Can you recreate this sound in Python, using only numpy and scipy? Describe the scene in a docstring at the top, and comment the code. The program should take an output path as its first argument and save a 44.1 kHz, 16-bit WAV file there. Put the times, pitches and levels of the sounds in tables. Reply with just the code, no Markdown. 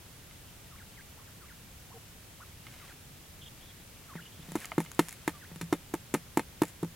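"""Sharp, crunchy pecks on ringing board, close by: a quail eats grain off a thin platform over a pit.
Each peck is a blow, a rebound and a lift-off that ring the platform and crunch the seed.
Loose seeds skitter, feet thud, sand rustles and something harder clacks lightly.
Birds whistle and twitter softly over a steady open-air hiss and rumble."""
import sys
import numpy as np
from scipy import signal
from scipy.fft import rfft, irfft
from scipy.io import wavfile

SR = 44100
rng = np.random.default_rng(int(sys.argv[2]) if len(sys.argv) > 2 else 0)


def materialize(psi):
    """Save the field psi as 16-bit PCM at rate SR to the path in sys.argv[1].

    A 1-D psi becomes a single channel; in a 2-D psi each row is a channel.
    """
    bounded = np.clip(np.atleast_2d(psi).T, -1, 1)
    quanta = np.round(bounded * 32767).astype(np.int16)
    wavfile.write(sys.argv[1], SR, quanta)


N = 306495
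T = np.arange(N) / SR
RING_T = np.arange(SR // 4) / SR

# seed noise spectrum: f/Hz, level/dB
SEED_SPECTRUM = [(300, -1.5), (900, 3), (2200, 9), (3200, -1), (5000, -1.5), (7100, 5), (8400, 2.5),
                 (10500, 5.5), (13000, -0.5), (16000, -7)]
# showers of scattered seed: t/s, length/s, level/dB
SHOWERS = [(4.565, .14, -52), (4.779, 0.063, -53), (5.011, 0.11, -55.5), (5.084, 0.089, -56),
           (6.65, 0.076, -54.5)]


def undb(db):
    """Decibels to gain."""
    return 10 ** (np.asarray(db) / 20)


def add(track, start_s, sound):
    """Mix a sound into a track."""
    i = max(int(start_s * SR), 0)
    track[i:i + len(sound)] += sound[:N - i]


def decay(t60_s):
    """Envelope falling 60 dB in t60_s."""
    return np.exp(-np.log(1000) * RING_T / t60_s)


def highpass(x, hz, order):
    """Butterworth high-pass."""
    return signal.sosfilt(signal.butter(order, hz, "high", fs=SR, output="sos"), x)


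def bin_gains(points, size):
    """FFT bin gains from (f/Hz, level/dB) points, joined over log frequency."""
    hz, db = np.transpose(points)
    return undb(np.interp(np.log(np.fft.rfftfreq(size, 1 / SR) + 1), np.log(hz), db))


def colour(x, points, size=1024):
    """Minimum-phase filter of unit power gain, shaped by (f/Hz, level/dB) points."""
    cepstrum = irfft(np.log(bin_gains(points, size)))
    cepstrum[1:size // 2] *= 2
    cepstrum[size // 2 + 1:] = 0
    response = irfft(np.exp(rfft(cepstrum)))
    return signal.fftconvolve(x, response / np.linalg.norm(response))[:len(x)]


def crackle(rate_hz, spread_db):
    """Dense clicks of uneven size, rms 1."""
    clicks = (rng.random(N) < rate_hz / SR) * rng.choice([-1, 1], N)
    clicks = clicks * undb(spread_db * np.minimum(rng.exponential(size=N), 4))
    return clicks / clicks.std()


def jitter(t, rate_hz):
    """Random values joined by straight lines."""
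    return np.interp((t - t[0]) * rate_hz, np.arange(256), rng.standard_normal(256))


def air(mid_rms_db=-52.5):
    """Steady rumble, alike in both ears, under a wide hiss."""
    # open-air spectrum: f/Hz, relative level/dB
    spectrum = [(12, -40), (20, -6), (26, -7), (95, -0.5), (192, -7), (221, -10.5), (355, -15.5),
                (554, -17.5), (603, -19), (942, -21), (1020, -22), (3220, -22), (4250, -25), (13700, -27),
                (15800, -29)]
    # stereo width: f/Hz, side re mid/dB
    width = [(30, -3.5), (100, -18.5), (300, -7), (1000, -2.5), (3000, -2.5), (8000, 0.5), (15000, 0)]
    gain = bin_gains(spectrum, N)
    mid = irfft(rfft(rng.standard_normal(N)) * gain, N)
    side = irfft(rfft(rng.standard_normal(N)) * gain * bin_gains(width, N), N)
    return undb(mid_rms_db) * np.array([mid + side, mid - side]) / mid.std()


def surroundings(x, t60_s=0.078, build_s=0.0052, wet_db=-23, lowest_hz=350):
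    """Ground and bushes scatter a faint short tail to each side; long waves pass them by."""
    tails = rng.standard_normal((2, len(RING_T))) * decay(t60_s) * (1 - np.exp(-RING_T / build_s))
    scattered = highpass(x, lowest_hz, order=1)
    wet = [signal.fftconvolve(scattered, tail / np.linalg.norm(tail))[:N] for tail in tails]
    return undb(wet_db) * np.array(wet)


def note(turn_s, shape, turn_hz, db, rasp_db=-15, waver=0.013, overtone_db=-22, bend=1.4):
    """Wavering bird note gliding through a turning pitch; returns start/s, sound."""
    before_s, after_s, start_ratio, end_ratio = shape
    t = np.arange(-before_s, after_s, 1 / SR)
    from_turn = np.abs(np.where(t < 0, t / before_s, t / after_s)).clip(0, 1)
    hz = turn_hz * (1 + (np.where(t < 0, start_ratio, end_ratio) - 1) * from_turn ** bend)
    phase = 2 * np.pi * np.cumsum(hz * (1 + waver * jitter(t, rate_hz=424))) / SR
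    tone = np.sin(phase) + undb(overtone_db) * np.sin(2 * phase)
    hoarse = jitter(t, rate_hz=900) * np.sin(phase) + jitter(t, rate_hz=830) * np.cos(phase)
    rasp = undb(rasp_db)
    swell = (1 - from_turn ** 6) / np.hypot(1, rasp)
    return turn_s - before_s, undb(db) * swell * (tone + rasp * hoarse)


def birds(call_gap_s=.067, call_high_hz=1377, twitter_step_s=.04, twitter_spread=0.0287):
    """Clear two-note calls and peeps, hoarser chirps, soft coos, raspy twitter at uneven pitch."""
    # glides: time before turn/s, time after/s, start and end pitch re turn
    low_swoop = (0.048, 0.0142, 1.38, 2.2)
    high_swoop = (.041, 0.0126, 1.85, 1.57)
    peep = (.034, 0.0183, 1.55, 1.65)
    chirp = (.031, 0.0146, .42, .72)
    coo = (0.028, 0.017, 1.04, 0.94)
    twitter = (.02, .018, 1.15, 1.14)
    # two-note calls, at the first turn: t/s, f/Hz, level/dB
    calls = [(0.754, 1050, -56), (1.226, 1030, -63), (1.452, 1146, -56.5), (2.85, 1094, -56),
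             (4.131, 1035, -50.5)]
    # single peeps, at the turn: t/s, f/Hz, level/dB
    peeps = [(1.002, 1550, -53), (4.638, 1506, -50), (5.441, 1413, -51.5)]
    # rising chirps, at the top: t/s, f/Hz, level/dB
    chirps = [(1.196, 1154, -59), (1.929, 1130, -55), (2.426, 1510, -50.5)]
    # nearly level coos: t/s, f/Hz, level/dB
    coos = [(1.965, 462, -51.5), (1.966, 756, -56), (5.362, 1178, -54.5)]
    # twitter bouts: t/s, length/s, f/Hz, level/dB
    bouts = [(0.47, .04, 2880, -63), (3.413, .08, 3085, -50.5), (3.602, .12, 3230, -58),
             (4.208, .08, 2750, -55), (4.315, .12, 3230, -60)]
    out = np.zeros(N)
    for s, hz, db in calls:
        add(out, *note(s, low_swoop, hz, db))
        add(out, *note(s + call_gap_s, high_swoop, call_high_hz, db + 2))
    for s, hz, db in peeps:
        add(out, *note(s, peep, hz, db))
    for s, hz, db in chirps:
        add(out, *note(s, chirp, hz, db, rasp_db=-9))
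    for s, hz, db in coos:
        add(out, *note(s, coo, hz, db))
    for s, length_s, hz, db in bouts:
        for turn_s in np.arange(s + twitter_step_s / 2, s + length_s, twitter_step_s):
            turn_hz = hz * (1 + twitter_spread * rng.standard_normal())
            add(out, *note(turn_s, twitter, turn_hz, db, rasp_db=0))
    return out


def sand():
    """Fine grit shifts under feet and feathers."""
    # rustle envelope: t/s, level/dB
    rustle = [(0, -67.5), (2.55, -67), (2.68, -58), (2.9, -56), (3.0, -67), (4.35, -62.5), (4.6, -52.5),
              (4.75, -59.5), (6.95, -67.5)]
    # grit spectrum: f/Hz, level/dB
    spectrum = [(300, -6.5), (1200, -6), (2600, -5), (4500, -11), (8000, -14), (16000, -18.5)]
    grit = colour(crackle(rate_hz=2800, spread_db=3.5), spectrum)
    return undb(np.interp(T, *np.transpose(rustle))) * grit


def strike(modes, contact_ms, weights_db, crowded_db, crowded_t60_s):
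    """A force pulse drives main modes and a wash of crowded ones; longer contact sounds duller."""
    # spectrum of the small, crowded modes: f/Hz, level/dB
    crowded = [(150, -33.5), (400, -1.5), (600, -2.5), (1000, -9.5), (2000, -5.5), (3200, -2), (5000, -41),
               (16000, -60)]
    hz, db, t60_s = np.transpose(modes)[:, :, None]
    ring = (undb(db + weights_db[:, None]) * decay(t60_s) * np.cos(2 * np.pi * hz * RING_T)).sum(0)
    wash = colour(rng.standard_normal(len(RING_T)) * decay(crowded_t60_s), crowded)
    rise_s = max(contact_ms, .02) / 4000
    t = RING_T[:SR // 100]
    force = t * np.exp(-t / rise_s)
    return signal.fftconvolve(ring + undb(crowded_db) * wash, force / force.sum())[:len(RING_T)]


def clacks():
    """Light, bassless knocks on something harder than the platform."""
    # knocks: t/s, level/dB, contact/ms
    knocks = [(.311, -54, .2), (2.6682, -50.5, .03), (2.74, -60, .05), (2.799, -55, .23),
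              (4.6462, -44.5, 0.087), (4.7185, -25.5, .64), (4.862, -53, .05)]
    # hard object's modes: f/Hz, level/dB, t60/s
    modes = [(940, 3, 0.0061), (1270, 3, 0.023), (1960, -25, 0.018), (2114, 9, 0.022), (2360, 2, 0.016),
             (2930, 3, 0.028)]
    out = np.zeros(N)
    for s, db, contact_ms in knocks:
        weights_db = rng.standard_normal(len(modes))
        add(out, s, undb(db) * strike(modes, contact_ms, weights_db, crowded_db=-6, crowded_t60_s=0.091))
    return highpass(out, 600, order=2)


def bounces(count=3, above_shower_db=10, spread_db=8.5, top_hz=7600):
    """A few seeds land at random in each shower: t/s, level/dB, f/Hz."""
    return [(s + length_s * rng.random(),
             db + above_shower_db + spread_db * rng.standard_normal(),
             top_hz * rng.uniform(0.86, 1.0))
            for s, length_s, db in SHOWERS for _ in range(count)]


def seeds(tick_s=0.0012, tick_db=-5, ring_s=0.00085, ring_db=-7):
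    """A snapping or bouncing seed gives a sharp tick with a very short ring."""
    # single seeds snapping: t/s, level/dB, f/Hz
    snaps = [(4.6029, -33, 9150), (4.85, -38, 8950), (4.9164, -31, 6900), (4.948, -38, 7500),
             (5.085, -26.5, 8700), (5.092, -28.5, 6860), (5.109, -35, 7840), (5.1269, -32, 10600),
             (5.6423, -42, 8000)]
    out = np.zeros(N)
    for s, db, hz in snaps + bounces():
        tick = undb(tick_db) * rng.standard_normal(len(RING_T)) * np.exp(-RING_T / tick_s)
        ring = undb(ring_db) * np.sin(2 * np.pi * hz * RING_T) * np.exp(-RING_T / ring_s)
        add(out, s, undb(db) * (tick + ring))
    return colour(out, SEED_SPECTRUM)


def blows(rebound_s=.003, rebound_ratio=0.53, lift_ratio=0.47, step_low_db=28):
    """Beak and foot contacts: t/s, level/dB, contact/ms, lowest-mode boost/dB, crunch/dB."""
    # pecks: t/s, level/dB, contact/ms, lowest-mode boost/dB, crunch/dB, rebound/dB,
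    # lift-off delay/s, lift-off/dB; crunch, rebound and lift-off levels re the blow
    pecks = [(4.1546, -49.5, 0.35, 28, -18, -21, 0.0054, -4),
             (4.5545, -24, 0.89, -5, -8.5, -9, 0.0093, -15),
             (4.7806, -18.5, 0.87, 9, -16.5, -12, 0.023, -15.5),
             (4.9926, -17.5, .44, 5, -5, -7.5, 0.0063, -24),
             (5.2778, -25, 0.43, 5, -3.5, -8.5, .016, -15.5), (5.6128, -40.5, .17, 18, 7.5, -9, 0.0073, -9),
             (5.7262, -21, 0.76, 6, -10, -2, 0.01, -21), (5.9389, -25, 1.03, 0.5, -9, -6.5, 0.012, -17.5),
             (6.1401, -20.5, 1.04, -9, -4, -12.5, .008, -2.5),
             (6.3726, -18.5, 0.7, 0.5, -7.5, -11, .022, -10.5),
             (6.6186, -15.5, 1.13, 3, -12.5, -7, 0.016, -14), (6.829, -28, 1.8, 17.5, -14, 1, 0.018, -10.5)]
    # footfalls: t/s, level/dB, contact/ms, crunch re footfall/dB
    steps = [(4.394, -56.5, 1.6, -20), (4.486, -52, 1.3, -14), (4.5196, -51.5, 0.26, 16),
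             (5.516, -55.5, 0.29, -8), (5.560, -54.5, 0.22, 13), (5.629, -41.5, 4.4, -17)]
    rows = []
    for s, db, contact_ms, low_db, crunch_db, rebound_db, lift_s, lift_db in pecks:
        rows.append((s, db, contact_ms, low_db, db + crunch_db))
        # the platform springs back against the beak
        rows.append((s + rebound_s, db + rebound_db, contact_ms * rebound_ratio, 0, db + crunch_db + 1))
        # the beak flicks it while lifting the seed
        rows.append((s + lift_s, db + lift_db, contact_ms * lift_ratio, 0, db - 16.5))
    for s, db, contact_ms, crunch_db in steps:
        # a soft foot bends the whole platform
        rows.append((s, db, contact_ms, step_low_db, db + crunch_db))
    return rows


def grain(crunch_s=0.0012, settle_s=0.016, settle_db=-19, trim_db=-2, lead_s=0.00028):
    """Seed crunches just before each blow meets the platform, settles, and hisses when scattered."""
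    envelope = np.zeros(N)
    burst = np.exp(-RING_T / crunch_s) + undb(settle_db) * np.exp(-RING_T / settle_s)
    for s, *_, crunch_db in blows():
        add(envelope, s - lead_s, undb(crunch_db + trim_db) * burst)
    for s, length_s, db in SHOWERS:
        add(envelope, s, undb(db) * np.sin(np.pi * np.minimum(RING_T / length_s, 1)) ** 2)
    husks = crackle(rate_hz=22000, spread_db=1.5)
    return colour(envelope * husks, SEED_SPECTRUM)


def platform(upper_hz=420, spread_hz=1500, spread_width_hz=900, leak_hz=143):
    """The thin platform rings; each blow lands on another spot, so the upper modes' mix varies."""
    # platform modes: f/Hz, level/dB, t60/s
    modes = [(166.4, -10, 0.15), (215.3, -3.5, 0.074), (294, 1, 0.053), (335, -2, 0.043), (470, -8, 0.043),
             (713, -8, 0.019), (880, 5, 0.026), (1123, -7.5, 0.032), (1253, -3.5, 0.029),
             (1510, -0.5, 0.013), (1797, 3, 0.019), (2110, -3.5, 0.036), (2530, -16, 0.12),
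             (2730, -46, .03), (3587, -4, 0.062), (4150, -2, 0.04), (5570, -5, 0.034)]
    is_upper = np.array(modes)[:, 0] > upper_hz
    out = np.zeros(N)
    for s, db, contact_ms, low_db, _ in blows():
        weights_db = is_upper * rng.uniform(-4, 4, len(modes))
        weights_db[0] += low_db
        add(out, s, undb(db) * strike(modes, contact_ms, weights_db, crowded_db=-9, crowded_t60_s=0.081))
    # all-pass: bending waves travel at different speeds and spread the first spike
    band = signal.lfilter(*signal.iirpeak(spread_hz, spread_hz / spread_width_hz, fs=SR), out)
    dispersed = out - 2 * band
    # air slips round the edge, so the deepest bass is not radiated
    return highpass(dispersed, leak_hz, order=2)


def scene(side_db=-9):
    """Centred sources in stereo air and scatter; crisp seed and sand noise spreads to the sides."""
    centre = platform() + grain() + seeds() + clacks() + birds() + sand()
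    side = undb(side_db) * highpass(grain() + seeds() + sand(), 3000, order=1)
    return centre + np.array([side, -side]) + surroundings(centre) + air()


def record(dry):
    """Steep low-pass at 16.1 kHz."""
    return signal.sosfilt(signal.ellip(10, .1, 70, 16100, fs=SR, output="sos"), dry)


dry = scene()
out = record(dry)
materialize(out)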